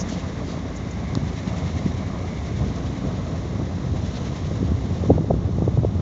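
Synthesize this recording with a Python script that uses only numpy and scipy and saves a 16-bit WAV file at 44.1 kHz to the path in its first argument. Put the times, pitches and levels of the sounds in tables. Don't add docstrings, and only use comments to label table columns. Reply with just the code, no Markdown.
import sys
import numpy as np
from scipy import signal
from scipy.fft import rfft, irfft, next_fast_len
from scipy.io import wavfile
from scipy.ndimage import uniform_filter1d, map_coordinates

SR = 44100
rng = np.random.default_rng(int(sys.argv[2]) if len(sys.argv) > 2 else 0)


def wrap_up_sound(samples):
    columns = np.atleast_2d(samples).T
    tamed = np.clip(columns, -1, 1)
    steps = np.round(tamed * 32767).astype(np.int16)
    wavfile.write(sys.argv[1], SR, steps)


N = 265041
TIME = np.arange(N) / SR
FIRING_HZ = 29.87
THROB_HZ, THROB_CREST_S = 10.067, -.006

# t/s, level/dB
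WIND_STRENGTH = [(0, -37.5), (.9, -33.5), (2.85, -30), (3.6, -28), (4.3, -27), (5, -23.5), (5.55, -18),
                 (6.01, -20)]
# t/s, lift/dB, half length/s
WIND_GUSTS = [(1.194, 5.5, 0.13), (1.874, 6, 0.21), (2.619, 7.5, 0.1), (3.068, 3, 0.049), (3.6, 4.5, 0.032),
              (3.872, 5, .07), (4.578, 2, 0.079), (5.135, 9, 0.068), (5.328, 4.5, 0.03)]
# f/Hz, level/dB
RUMBLE_SPECTRUM = [(20, -41), (36, -31.5), (55, -6.5), (82, 3), (110, -0.5), (170, -7), (260, -20),
                   (500, -40.5), (1500, -77.5)]
# f/Hz, level/dB
EDGE_SPECTRUM = [(60, -13.5), (140, 1.5), (260, 1), (400, -6), (650, -15.5), (1000, -22), (1600, -33),
                 (4000, -78)]
# t/s, level/dB, f at the core/Hz, half length/cycles
EDDY_POPS = [(1.1746, -9.5, 319, 0.72), (1.235, -11, 225, 0.73), (1.479, -12, 245, 0.83),
             (1.8622, -8, 272, 0.72), (2.665, -16, 229, 1.77), (3.599, -19, 300, 1.1),
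             (3.938, -14.5, 293, 0.62), (4.323, -14.5, 288, 0.63), (4.630, -9.5, 243, .8),
             (4.72, -10, 232, 0.68), (4.843, -20, 562, .8), (4.908, -23, 573, .7),
             (5.039, -14.5, 355, 0.78), (5.106, -2.5, 405, 4.2), (5.182, -11.5, 387, 1.4),
             (5.209, -9.5, 272, .8), (5.245, -16, 534, 1.2), (5.309, -6, 516, 3.37), (5.342, -4, 234, .55),
             (5.364, -7, 124.3, .7), (5.492, -16, 512, 1), (5.586, -5.5, 468, 0.42), (5.623, -6, 415, 0.65),
             (5.680, -5, 442.5, 0.78), (5.685, -11.5, 151.6, 1.2), (5.775, -12, 530, 1.04),
             (5.786, -6, 136.6, 1.4), (5.835, -10.5, 335, 0.69), (5.850, -3.5, 498.5, 0.96)]
# t/s, level/dB, centre f/Hz, width/octaves, half length/s
CLOSE_RUSTLES = [(0.009, -34.5, 5900, 0.21, 0.015), (.095, -41.5, 6400, .25, 0.008),
                 (0.126, -41.5, 4500, 1, 0.031), (0.505, -45.5, 4130, 0.87, 0.05),
                 (.768, -43, 6800, .22, 0.0085), (.913, -45, 6500, .2, 0.0088),
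                 (2.76, -47, 5400, .4, 0.0054), (2.868, -50, 3500, 0.5, 0.013),
                 (4.165, -45, 3970, .25, 0.018)]
# f/Hz, level/dB, time to fall by 60 dB/s
TICK_MODES = [(1090, -21, 0.008), (3720, -22.5, 0.0055), (4430, -23, 0.0049), (5340, -23.5, 0.0055),
              (6830, -25.5, 0.0052)]
# f/Hz, level/dB
WHIRR_SPECTRUM = [(1700, -41), (2000, -6), (2170, 0), (2350, -7.5), (2700, -40.5)]
# f/Hz, level/dB
FAN_SPECTRUM = [(900, -25), (1550, -4), (1850, -2), (2100, -.3), (2300, -8.5), (2550, -13), (4000, -38)]
# f/Hz, level/dB
WASH_SPECTRUM = [(500, -9), (1500, -3), (2700, -1), (3200, 0), (3780, 3), (4300, -1.5), (4800, -4.5),
                 (5600, -1), (6500, -2.5), (7150, -5.5), (7700, -23), (8700, -23.5)]
# t/s, lift/dB, rise/s, fall/s
WASH_SURGES = [(.1, 3.5, 0.28, 0.26), (1.65, 4, 0.42, 0.31), (2.55, 2, 0.35, .7), (4.16, 4, 0.18, 0.39),
               (5, 1, .15, .2)]
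# f/Hz, level/dB
ROAR_SPECTRUM = [(30, -18), (55, 17.5), (110, 17.5), (180, 22.5), (330, 6.5), (430, 7.5), (650, 9),
                 (900, 1), (1080, 3.5), (1280, -1), (1500, -13), (2500, -25), (8000, -72)]
# f/Hz, level/dB
HUM_TONES = [(243.9, -53.5), (265.8, -46.5), (293.4, -47.5), (531.5, -63)]
# multiple of the firing rate, level/dB
EXHAUST_TONES = [(1, -60), (2, -40.5), (3, -38.5), (4, -50.5), (6, -43.5), (7, -50)]


def amp(db):
    return 10 ** (np.asarray(db) / 20)


def unit(x):
    return x / np.sqrt(np.mean(x ** 2) + 1e-20)


def swell(at_s, rise_s, fall_s):
    return np.exp(-((TIME - at_s) / np.where(TIME < at_s, rise_s, fall_s)) ** 2)


def wobble(per_s):
    return map_coordinates(rng.standard_normal(int(N * per_s / SR) + 4), [TIME * per_s])


def filtered(x, response):
    size = next_fast_len(N + SR // 2)
    return irfft(rfft(x, size) * response(np.fft.rfftfreq(size, 1 / SR)), size)[:N]


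def coloured(x, spectrum):
    points_hz, db = np.transpose(spectrum)
    return unit(filtered(x, lambda hz: amp(np.interp(np.log(hz + 1), np.log(points_hz), db))))


def turbulence(lump_db, per_s):
    return rng.standard_normal(N) * amp(lump_db * wobble(per_s))


def wind(rumble_db, edge_db, calm_edge_db):
    gusts_db = sum(lift * swell(at_s, half_s, half_s) for at_s, lift, half_s in WIND_GUSTS)
    strength_db = np.interp(TIME, *np.transpose(WIND_STRENGTH)) + gusts_db
    rumble = coloured(turbulence(lump_db=0.45, per_s=27), RUMBLE_SPECTRUM)
    edge = coloured(turbulence(lump_db=3.0, per_s=130), EDGE_SPECTRUM)
    edge_gain = np.hypot(amp(calm_edge_db), amp(strength_db + edge_db))
    return rumble * amp(strength_db + rumble_db) + edge * edge_gain


def eddies(wander, slowing, sharpness, port_hz, gain_db):
    pops = np.zeros(N)
    t = np.arange(-SR // 25, SR // 25) / SR
    for at_s, db, core_hz, cycles in EDDY_POPS:
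        core = np.exp(-np.abs(t * core_hz / cycles) ** 1.38)
        unrest = map_coordinates(rng.standard_normal(96), [(t - t[0]) * 800])
        swing_hz = core_hz * np.exp(wander * unrest - slowing * (1 - core))
        phase = 2 * np.pi * (np.cumsum(swing_hz) / SR + rng.random())
        swing = np.cos(phase) + sharpness * np.cos(2 * phase)
        start = round((at_s + t[0]) * SR)
        pops[start:start + len(t)] += amp(db + gain_db) * core * swing
    port = lambda hz: hz ** 2 / np.hypot(hz ** 2, 55 ** 2) / np.hypot(1, (hz / port_hz) ** 6)
    return filtered(pops, port)


def rustles():
    hisses = np.zeros(N)
    for at_s, db, centre_hz, octaves, half_s in CLOSE_RUSTLES:
        def band(hz):
            bell = np.exp(-.5 * (np.log2((hz + 1) / centre_hz) / octaves) ** 2)
            return bell / np.hypot(1, (hz / 7200) ** 30)
        hiss = unit(filtered(rng.standard_normal(N), band))
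        hisses += hiss * amp(db) * swell(at_s, half_s, half_s)
    return hisses


def tick(at_s, attack_s, gain_db):
    t = np.maximum(TIME - at_s, 0)
    ring = sum((-1) ** k * amp(db - 60 * t / ring_s) * np.sin(2 * np.pi * hz * t)
               for k, (hz, db, ring_s) in enumerate(TICK_MODES))
    return ring * (1 - np.exp(-t / attack_s)) * amp(gain_db)


def whirr(level_db, loudest_s, half_s):
    noise = coloured(turbulence(lump_db=2.5, per_s=18), WHIRR_SPECTRUM)
    return noise * amp(level_db) * swell(loudest_s, half_s, half_s)


def fans_and_wash(fans_db, wash_db, fans_fade_db_per_s, fans_share, calm_throb_db, throb_per_surge):
    surge_db = sum(lift * swell(at_s, rise_s, fall_s) for at_s, lift, rise_s, fall_s in WASH_SURGES)
    phase = 2 * np.pi * THROB_HZ * (TIME - THROB_CREST_S)
    throb = np.cos(phase) + 0.52 * np.cos(2 * phase)
    depth_db = calm_throb_db + throb_per_surge * surge_db
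    fans = coloured(rng.standard_normal(N), FAN_SPECTRUM)
    fans *= amp(fans_db - fans_fade_db_per_s * TIME + fans_share * surge_db)
    wash = coloured(turbulence(lump_db=0.78, per_s=160), WASH_SPECTRUM) * amp(wash_db + surge_db)
    one_fan = whirr(level_db=-52.0, loudest_s=1.77, half_s=1.2)
    return (fans + wash + one_fan) * amp(depth_db * throb)


def tone(hz, db, drift_rad, waver_db):
    phase = 2 * np.pi * (hz * TIME + rng.random()) + drift_rad * wobble(1.3)
    return np.sqrt(2) * amp(db + waver_db * wobble(3)) * np.sin(phase)


def diesel():
    exhaust = sum(tone(k * FIRING_HZ, db, drift_rad=0.099, waver_db=1.2) for k, db in EXHAUST_TONES)
    hum = sum(tone(hz, db, drift_rad=0.28, waver_db=2.0) for hz, db in HUM_TONES)
    return exhaust + hum


def engine_roar(level_db, fade_db_per_s, chug_db, waver_db):
    chug = np.cos(2 * np.pi * FIRING_HZ * TIME)
    roar = coloured(turbulence(lump_db=1.5, per_s=40), ROAR_SPECTRUM)
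    return roar * amp(level_db - fade_db_per_s * TIME + chug_db * chug + waver_db * wobble(4))


def scene():
    ship = diesel() + engine_roar(level_db=-31.0, fade_db_per_s=0.24, chug_db=.5, waver_db=1.0)
    ship += fans_and_wash(fans_db=-48.5, wash_db=-49.0, fans_fade_db_per_s=0.86,
                          fans_share=0.33, calm_throb_db=.5, throb_per_surge=.38)
    air = wind(rumble_db=-0.5, edge_db=-10.5, calm_edge_db=-35.5)
    air += eddies(wander=.28, slowing=.9, sharpness=0.16, port_hz=900, gain_db=-0.5)
    close = rustles() + tick(at_s=1.1522, attack_s=0.00047, gain_db=4.5)
    return (ship + air + close)[None]


def gain_control(x, threshold_db, max_cut_db, attack_s, release_db_per_s):
    level_db = 10 * np.log10(np.abs(uniform_filter1d(x ** 2, size=SR // 10)) + 1e-12)
    wanted_cut_db = np.clip(level_db - threshold_db, 0, max_cut_db)
    recovery_db = release_db_per_s * TIME
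    cut_db = np.maximum.accumulate(wanted_cut_db + recovery_db) - recovery_db
    keep = np.exp(-1 / (attack_s * SR))
    smooth_cut_db = signal.lfilter([1 - keep], [1, -keep], cut_db)
    return x * amp(-smooth_cut_db)


def record(dry):
    held = gain_control(dry[0], threshold_db=-19.0, max_cut_db=4.0, attack_s=0.099, release_db_per_s=5.5)
    return filtered(held, lambda hz: (hz < 8800) / np.hypot(1, (hz / 7900) ** 12))[None]


dry = scene()
out = record(dry)
wrap_up_sound(out)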